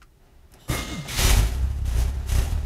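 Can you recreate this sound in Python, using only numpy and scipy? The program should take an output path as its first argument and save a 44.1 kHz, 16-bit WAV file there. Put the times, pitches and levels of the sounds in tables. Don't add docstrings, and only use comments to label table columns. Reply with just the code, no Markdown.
import sys
import numpy as np
from scipy import signal
from scipy.fft import rfft, irfft
from scipy.io import wavfile
from scipy.ndimage import uniform_filter1d

SR = 44100
rng = np.random.default_rng(int(sys.argv[2]) if len(sys.argv) > 2 else 0)


def store_pcm(level_fs):
    pcm = np.round(np.clip(level_fs, -1, 1) * 32767).astype(np.int16)
    wavfile.write(sys.argv[1], SR, np.atleast_2d(pcm).T)


N = 116865
t = np.arange(N) / SR


def amp(db):
    return 10 ** (np.asarray(db) / 20)


def unit(x):
    return x / np.sqrt(np.mean(x ** 2))


def curve(table, axis=1):
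    rows = np.array(table, float)
    return np.interp(t, rows[:, 0], rows[:, axis])


def fader(table, axis=1):
    opening = np.clip((t - table[0][0]) * 100 + 1, 0, 1)
    return amp(curve(table, axis=axis)) * opening


def noise():
    return rng.standard_normal(N)


def walk(hz):
    size = max(int(SR / hz), 1)
    once = uniform_filter1d(noise(), size, mode="wrap")
    return unit(uniform_filter1d(once, size, mode="wrap"))


def colour(x, points):
    hz, db = np.array(points, float).T
    f = np.maximum(np.fft.rfftfreq(N, 1 / SR), 1)
    gain = amp(np.interp(np.log(f), np.log(hz), db))
    bass_cut = np.minimum(f / hz[0], 1) ** 2
    return unit(irfft(rfft(x) * gain * bass_cut, N))


def ring(x, modes):
    return sum(amp(db) * signal.lfilter(*signal.iirpeak(hz, hz / width, SR), x) for hz, width, db in modes)


def smear(x, decay_s):
    return signal.lfilter([1], [1, -np.exp(-1 / (decay_s * SR))], x)


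# t/s, firing rate/(1/s)
FIRING_RATE = [(1.16,34.6),(1.3,35),(1.35,51.5),(1.44,51.5),(1.55,66),(1.64,64.3),(1.81,70.4),(1.95,54.6),(2.13,70),(2.22,65.3),(2.3,67),(2.39,57),(2.5,84),(2.65,64)]
# t/s, level/dB, lead of one cylinder bank over the other/dB
FIRING_FORCE = [(1.16,-25,1),(1.2,-18.5,-5),(1.34,-7.5,10.5),(1.42,-15.5,-13.5),(1.52,-26,13),(1.64,-20.5,-0.5),(1.8,-28,12.5),(1.98,-20,15),(2.09,-22,-1.5),(2.19,-26.5,6),(2.29,-29.5,17),(2.38,-22.5,21),(2.46,-24,5.5),(2.54,-23,6),(2.65,-24.5,9)]
FIRING_SCATTER_DB, TIMING_SCATTER_S = 2.9, 0.0011


def firings():
    rate = curve(FIRING_RATE)
    turns = np.cumsum(rate * (t > FIRING_RATE[0][0])) / SR
    at = np.flatnonzero(np.diff(np.ceil(turns)) > 0)
    chance = rng.standard_normal((len(at), 2))
    bank_db = (-1) ** np.arange(len(at)) * curve(FIRING_FORCE, axis=2)[at] / 2
    size = amp(bank_db + FIRING_SCATTER_DB * chance[:, 0])
    shift = (TIMING_SCATTER_S * SR * chance[:, 1]).astype(int)
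    return np.bincount(np.clip(at + shift, 0, N - 1), size, N)


# f/Hz, bandwidth/Hz, relative level/dB
CABIN_MODES = [(29.8,10,-3),(58,36,4),(97.3,9,0.5),(140,37,-31.5),(220,43,-12.5),(363,27,-18)]
# t/s, hiss level/dB, roar level/dB (before the trims below)
GAS_FLOW = [(1.06,-80,-40),(1.085,-32,-51.5),(1.16,-34,-45),(1.21,-23,-33),(1.32,-26.5,-34),(1.4,-31,-37),(1.49,-43,-45),(1.62,-51.5,-50.5),(1.84,-61,-57.5),(1.86,-46,-52),(2.0,-37.5,-43),(2.14,-55,-52.5),(2.255,-57.5,-52.5),(2.277,-41.5,-52.5),(2.4,-36,-41),(2.5,-46,-48.5),(2.63,-56.5,-51)]
# f/Hz, relative level/dB
HISS_SPECTRUM = [(300,-16),(900,-1.5),(1500,-3),(2100,0),(2600,0),(3300,1),(3850,-1.5),(4400,-3),(5200,-2),(6200,0),(7300,-3),(9000,-4),(11000,-3),(13500,-8.5),(15500,-20)]
# f/Hz, relative level/dB
ROAR_SPECTRUM = [(60,8),(130,9.5),(230,5),(320,-1),(380,7.5),(455,-1.5),(540,-2),(660,1),(760,-0.5),(850,1.5),(1000,-5.5),(1400,-6.5),(1900,-7.5),(2500,-11),(5000,-17),(11000,-28),(15500,-34)]
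PUSH_S, BODY_LOW_HZ, BOOM_DB, RUMBLE_DB = 0.0033, 34, -0.5, -14
PUFF_S, ROAR_PUFF_DEPTH, HISS_PUFF_DEPTH = 0.011, 0.4, 0.2
ROAR_DB, HISS_DB, CRACKLE_DB, FLUTTER_DB = 6.5, -1, -0.5, 1.75


def engine():
    pulses = firings()
    boom = ring(smear(smear(pulses, PUSH_S), PUSH_S), CABIN_MODES)
    boom = signal.sosfilt(signal.butter(2, BODY_LOW_HZ, "high", fs=SR, output="sos"), boom)
    boom = unit(boom) * np.sqrt(np.mean(t > FIRING_RATE[0][0]))
    rumble = amp(RUMBLE_DB) * unit(ring(smear(noise(), PUSH_S), CABIN_MODES))
    bass = (boom + rumble) * fader(FIRING_FORCE) * amp(BOOM_DB)

    puff = smear(pulses, PUFF_S)
    roar = colour(noise() * (1 + ROAR_PUFF_DEPTH * puff), ROAR_SPECTRUM) * fader(GAS_FLOW, axis=2)
    crackle = amp(CRACKLE_DB * walk(1500))
    hiss = colour(noise() * (1 + HISS_PUFF_DEPTH * puff) * crackle, HISS_SPECTRUM) * fader(GAS_FLOW)
    flutter = amp(FLUTTER_DB * walk(49))
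    return bass, amp(ROAR_DB) * roar + amp(HISS_DB) * hiss * flutter


# f/Hz, relative level/dB
SLAM_SPECTRUM = [(24, -20), (40, -7), (126, -3), (197, -22), (317, -4), (438, -19), (548, -12.5),
                 (1100, -21.5), (1190, -9.5), (1380, -25), (2060, -17.5), (2710, -26), (7910, -27.5),
                 (10700, -24.5), (15500, -36)]
# f/Hz, relative level/dB
GRIND_SPECTRUM = [(18, -32), (30, -12), (59, 0.5), (92, -14), (140, -10), (455, -20.5), (546, -19),
                  (996, -27), (2130, -27), (2360, -31.5), (2910, -26), (6720, -33.5), (15500, -52)]
# f/Hz, bandwidth/Hz, relative level/dB
GEAR_MODES = [(1235,48,5.5),(2040,98,-4.5),(2860,74,-6),(3250,160,-7),(3560,270,1),(6350,400,-5.5),(7100,220,-18)]
# t/s, level/dB (before each trim)
CRANKING = [(.67,-99),(.7,-35),(.8,-30.5),(.86,-37),(.93,-34.5),(1.03,-43),(1.12,-38),(1.2,-51),(1.28,-75)]
# t/s, level/dB (before its trim)
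OVERRUN_LEVEL = [(1.07,-56),(1.09,-33),(1.16,-30),(1.2,-24.5),(1.32,-30),(1.42,-40),(1.5,-43.5)]
# f/Hz, bandwidth/Hz, relative level/dB
RASP_MODES = [(1433,170,-11),(1995,200,-19),(2300,280,3.5),(3130,870,-19),(3650,1500,-2.5),(5000,1600,-15)]
SLAM_S, SLAM_ATTACK_S, SLAM_HOLD_S, SLAM_DECAY_S = 0.6746, 0.047, 0.023, 0.048
SLAM_DB, GRIND_DB, GEAR_DB, RASP_DB = -25, 2.5, -6.5, -2
TEETH_HZ, TOOTH_DECAY, TOOTH_SCATTER_DB = 258.6, 1, 1.2


def starter():
    age = t - SLAM_S
    rise = np.clip(age / SLAM_ATTACK_S, 0, 1)
    fall = np.exp(-np.maximum(age - SLAM_ATTACK_S - SLAM_HOLD_S, 0) / SLAM_DECAY_S)
    mesh = np.cumsum(TEETH_HZ * (1 + .15 * walk(40))) / SR
    teeth = np.exp(-(mesh % 1) / TOOTH_DECAY) * amp(TOOTH_SCATTER_DB * walk(190))
    slam = amp(SLAM_DB) * rise * fall * colour(noise() * teeth, SLAM_SPECTRUM)
    grind = amp(GRIND_DB) * colour(noise() * teeth, GRIND_SPECTRUM)
    gear = amp(GEAR_DB) * unit(ring(noise() * teeth, GEAR_MODES))
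    rasp = amp(RASP_DB) * unit(ring(noise() * teeth, RASP_MODES))
    rasp = rasp * fader(OVERRUN_LEVEL) * (t < OVERRUN_LEVEL[-1][0])
    return slam + (grind + gear) * fader(CRANKING) + rasp


# t/s, f/Hz, level/dB
MOTOR_GROAN = [(.88,377,-49),(.925,311.7,-50),(.962,211,-36),(.995,151.5,-31),(1.03,135,-27),(1.065,145,-40.5),(1.11,130.5,-49),(1.15,126,-34.5),(1.2,126,-52)]
GROAN_WAVER_DB = 4.5
THUMP_S, THUMP_HZ, THUMP_DECAY_S, THUMP_DB = .699, 125, .014, -15


def starter_motor():
    phase = 2 * np.pi * np.cumsum(curve(MOTOR_GROAN) * (1 + 0.0342 * walk(69))) / SR
    groan = np.sqrt(2) * np.sin(phase) * fader(MOTOR_GROAN, axis=2)
    groan = groan * amp(GROAN_WAVER_DB * walk(41)) * (t < MOTOR_GROAN[-1][0])
    since = np.maximum(t - THUMP_S, 0)
    thump = amp(THUMP_DB) * np.sin(2 * np.pi * THUMP_HZ * since) * np.exp(-since / THUMP_DECAY_S)
    return groan - thump


WHINE_HZ, WHINE_DB, WHINE_WAVER = 2120, -8, .008


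def gear_whine():
    phase = 2 * np.pi * np.cumsum(WHINE_HZ * (1 + WHINE_WAVER * walk(39))) / SR
    level = amp(WHINE_DB + 2 * walk(52)) * fader(CRANKING) * (t < CRANKING[-1][0])
    return np.sqrt(2) * np.sin(phase) * level


# f/Hz, bandwidth/Hz, relative level/dB
SOLENOID_MODES = [(545,70,10),(770,70,2),(2100,160,-26),(4760,2200,-10)]
SOLENOID_S, SOLENOID_DECAY_S, SOLENOID_DB = 0.74, 0.0097, -37.5


def solenoid():
    blow = (t >= SOLENOID_S) * np.exp(-np.abs(t - SOLENOID_S) / SOLENOID_DECAY_S)
    return amp(SOLENOID_DB) * unit(ring(noise(), SOLENOID_MODES)) * blow


# t/s, rustle level/dB, bumping level/dB
STIRRING = [(0,-66,-54),(.19,-65,-59),(.24,-58.5,-86),(.37,-60,-44),(.5,-61,-53),(.545,-50.5,-47),(.62,-53.5,-73),(.69,-55,-66),(.75,-70,-70)]
# f/Hz, relative level/dB
BUMP_SPECTRUM = [(30,-3.5),(50,9),(75,0.5),(150,-33),(600,-60)]
# t/s, level/dB, decay/s, treble lift/(dB per decade)
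KEY_CLICKS = [(.018,-45,0.0085,-12),(0.027,-45,0.0054,-6),(.519,-53,0.0059,35),(0.538,-45,0.0053,18)]
# f/Hz, relative level/dB
KEY_SPECTRUM = [(200,-23),(800,-9),(1250,12),(1700,0),(2200,2.5),(3500,-7),(5000,-1.5),(8000,-7.5),(12000,-10),(15500,-24)]
# f/Hz, level/dB (before its trim)
PUMP_TONES = [(3052,-69.5),(3607,-69),(3900,-74),(5076,-76),(5755,-74),(7499,-70),(10200,-73),(13000,-76)]
PUMP_ON_S, PUMP_RISE_S, PUMP_FADE_S, PUMP_WIDTH_HZ, PUMP_DB = 0.582, 0.036, .12, 170, 10.5


def ignition():
    rustle = colour(noise(), ROAR_SPECTRUM) * fader(STIRRING)
    bumping = colour(noise(), BUMP_SPECTRUM) * fader(STIRRING, axis=2)
    out = (rustle + bumping) * (t < STIRRING[-1][0])
    for start, db, decay, lift_db in KEY_CLICKS:
        tone = [(hz, level + lift_db * np.log10(hz / 1000)) for hz, level in KEY_SPECTRUM]
        decaying = (t >= start) * np.exp(-np.abs(t - start) / decay)
        out = out + amp(db) * colour(noise(), tone) * decaying
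    whine = sum(amp(db + PUMP_DB) * unit(ring(noise(), [(hz, PUMP_WIDTH_HZ, 0)])) for hz, db in PUMP_TONES)
    age = np.maximum(t - PUMP_ON_S, 0)
    return out + whine * np.minimum(age / PUMP_RISE_S, 1) * np.exp(-age / PUMP_FADE_S)


CABIN_DB, CABIN_DECAY_S = -10, 0.021


def cabin(x):
    age = t[:SR // 10]
    tail = rng.standard_normal(len(age)) * np.exp(-age / CABIN_DECAY_S)
    tail = signal.sosfilt(signal.butter(2, 300, "high", fs=SR, output="sos"), tail)
    tail *= amp(CABIN_DB) / np.linalg.norm(tail)
    return (x + signal.fftconvolve(x, tail)[:N]) / np.hypot(1, amp(CABIN_DB))


# f/Hz, relative level/dB
QUIET_SPECTRUM = [(15, -68), (25, -1.5), (59, -12.5), (77, -19), (140, -17), (227, -32), (359, -25.5),
                  (598, -44), (648, -82), (826, -45), (15500, -49.5)]
QUIET_DB = -55


def background():
    return amp(QUIET_DB) * colour(noise(), QUIET_SPECTRUM)


def scene():
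    bass, gas = engine()
    clatter = cabin(gas + starter() + solenoid() + ignition())
    mono = bass + starter_motor() + gear_whine() + clatter + background()
    return np.array([mono, mono])


TOP_HZ = 15600


def record(dry):
    return signal.sosfilt(signal.ellip(10, .2, 80, TOP_HZ, fs=SR, output="sos"), dry)


dry = scene()
out = record(dry)
store_pcm(out)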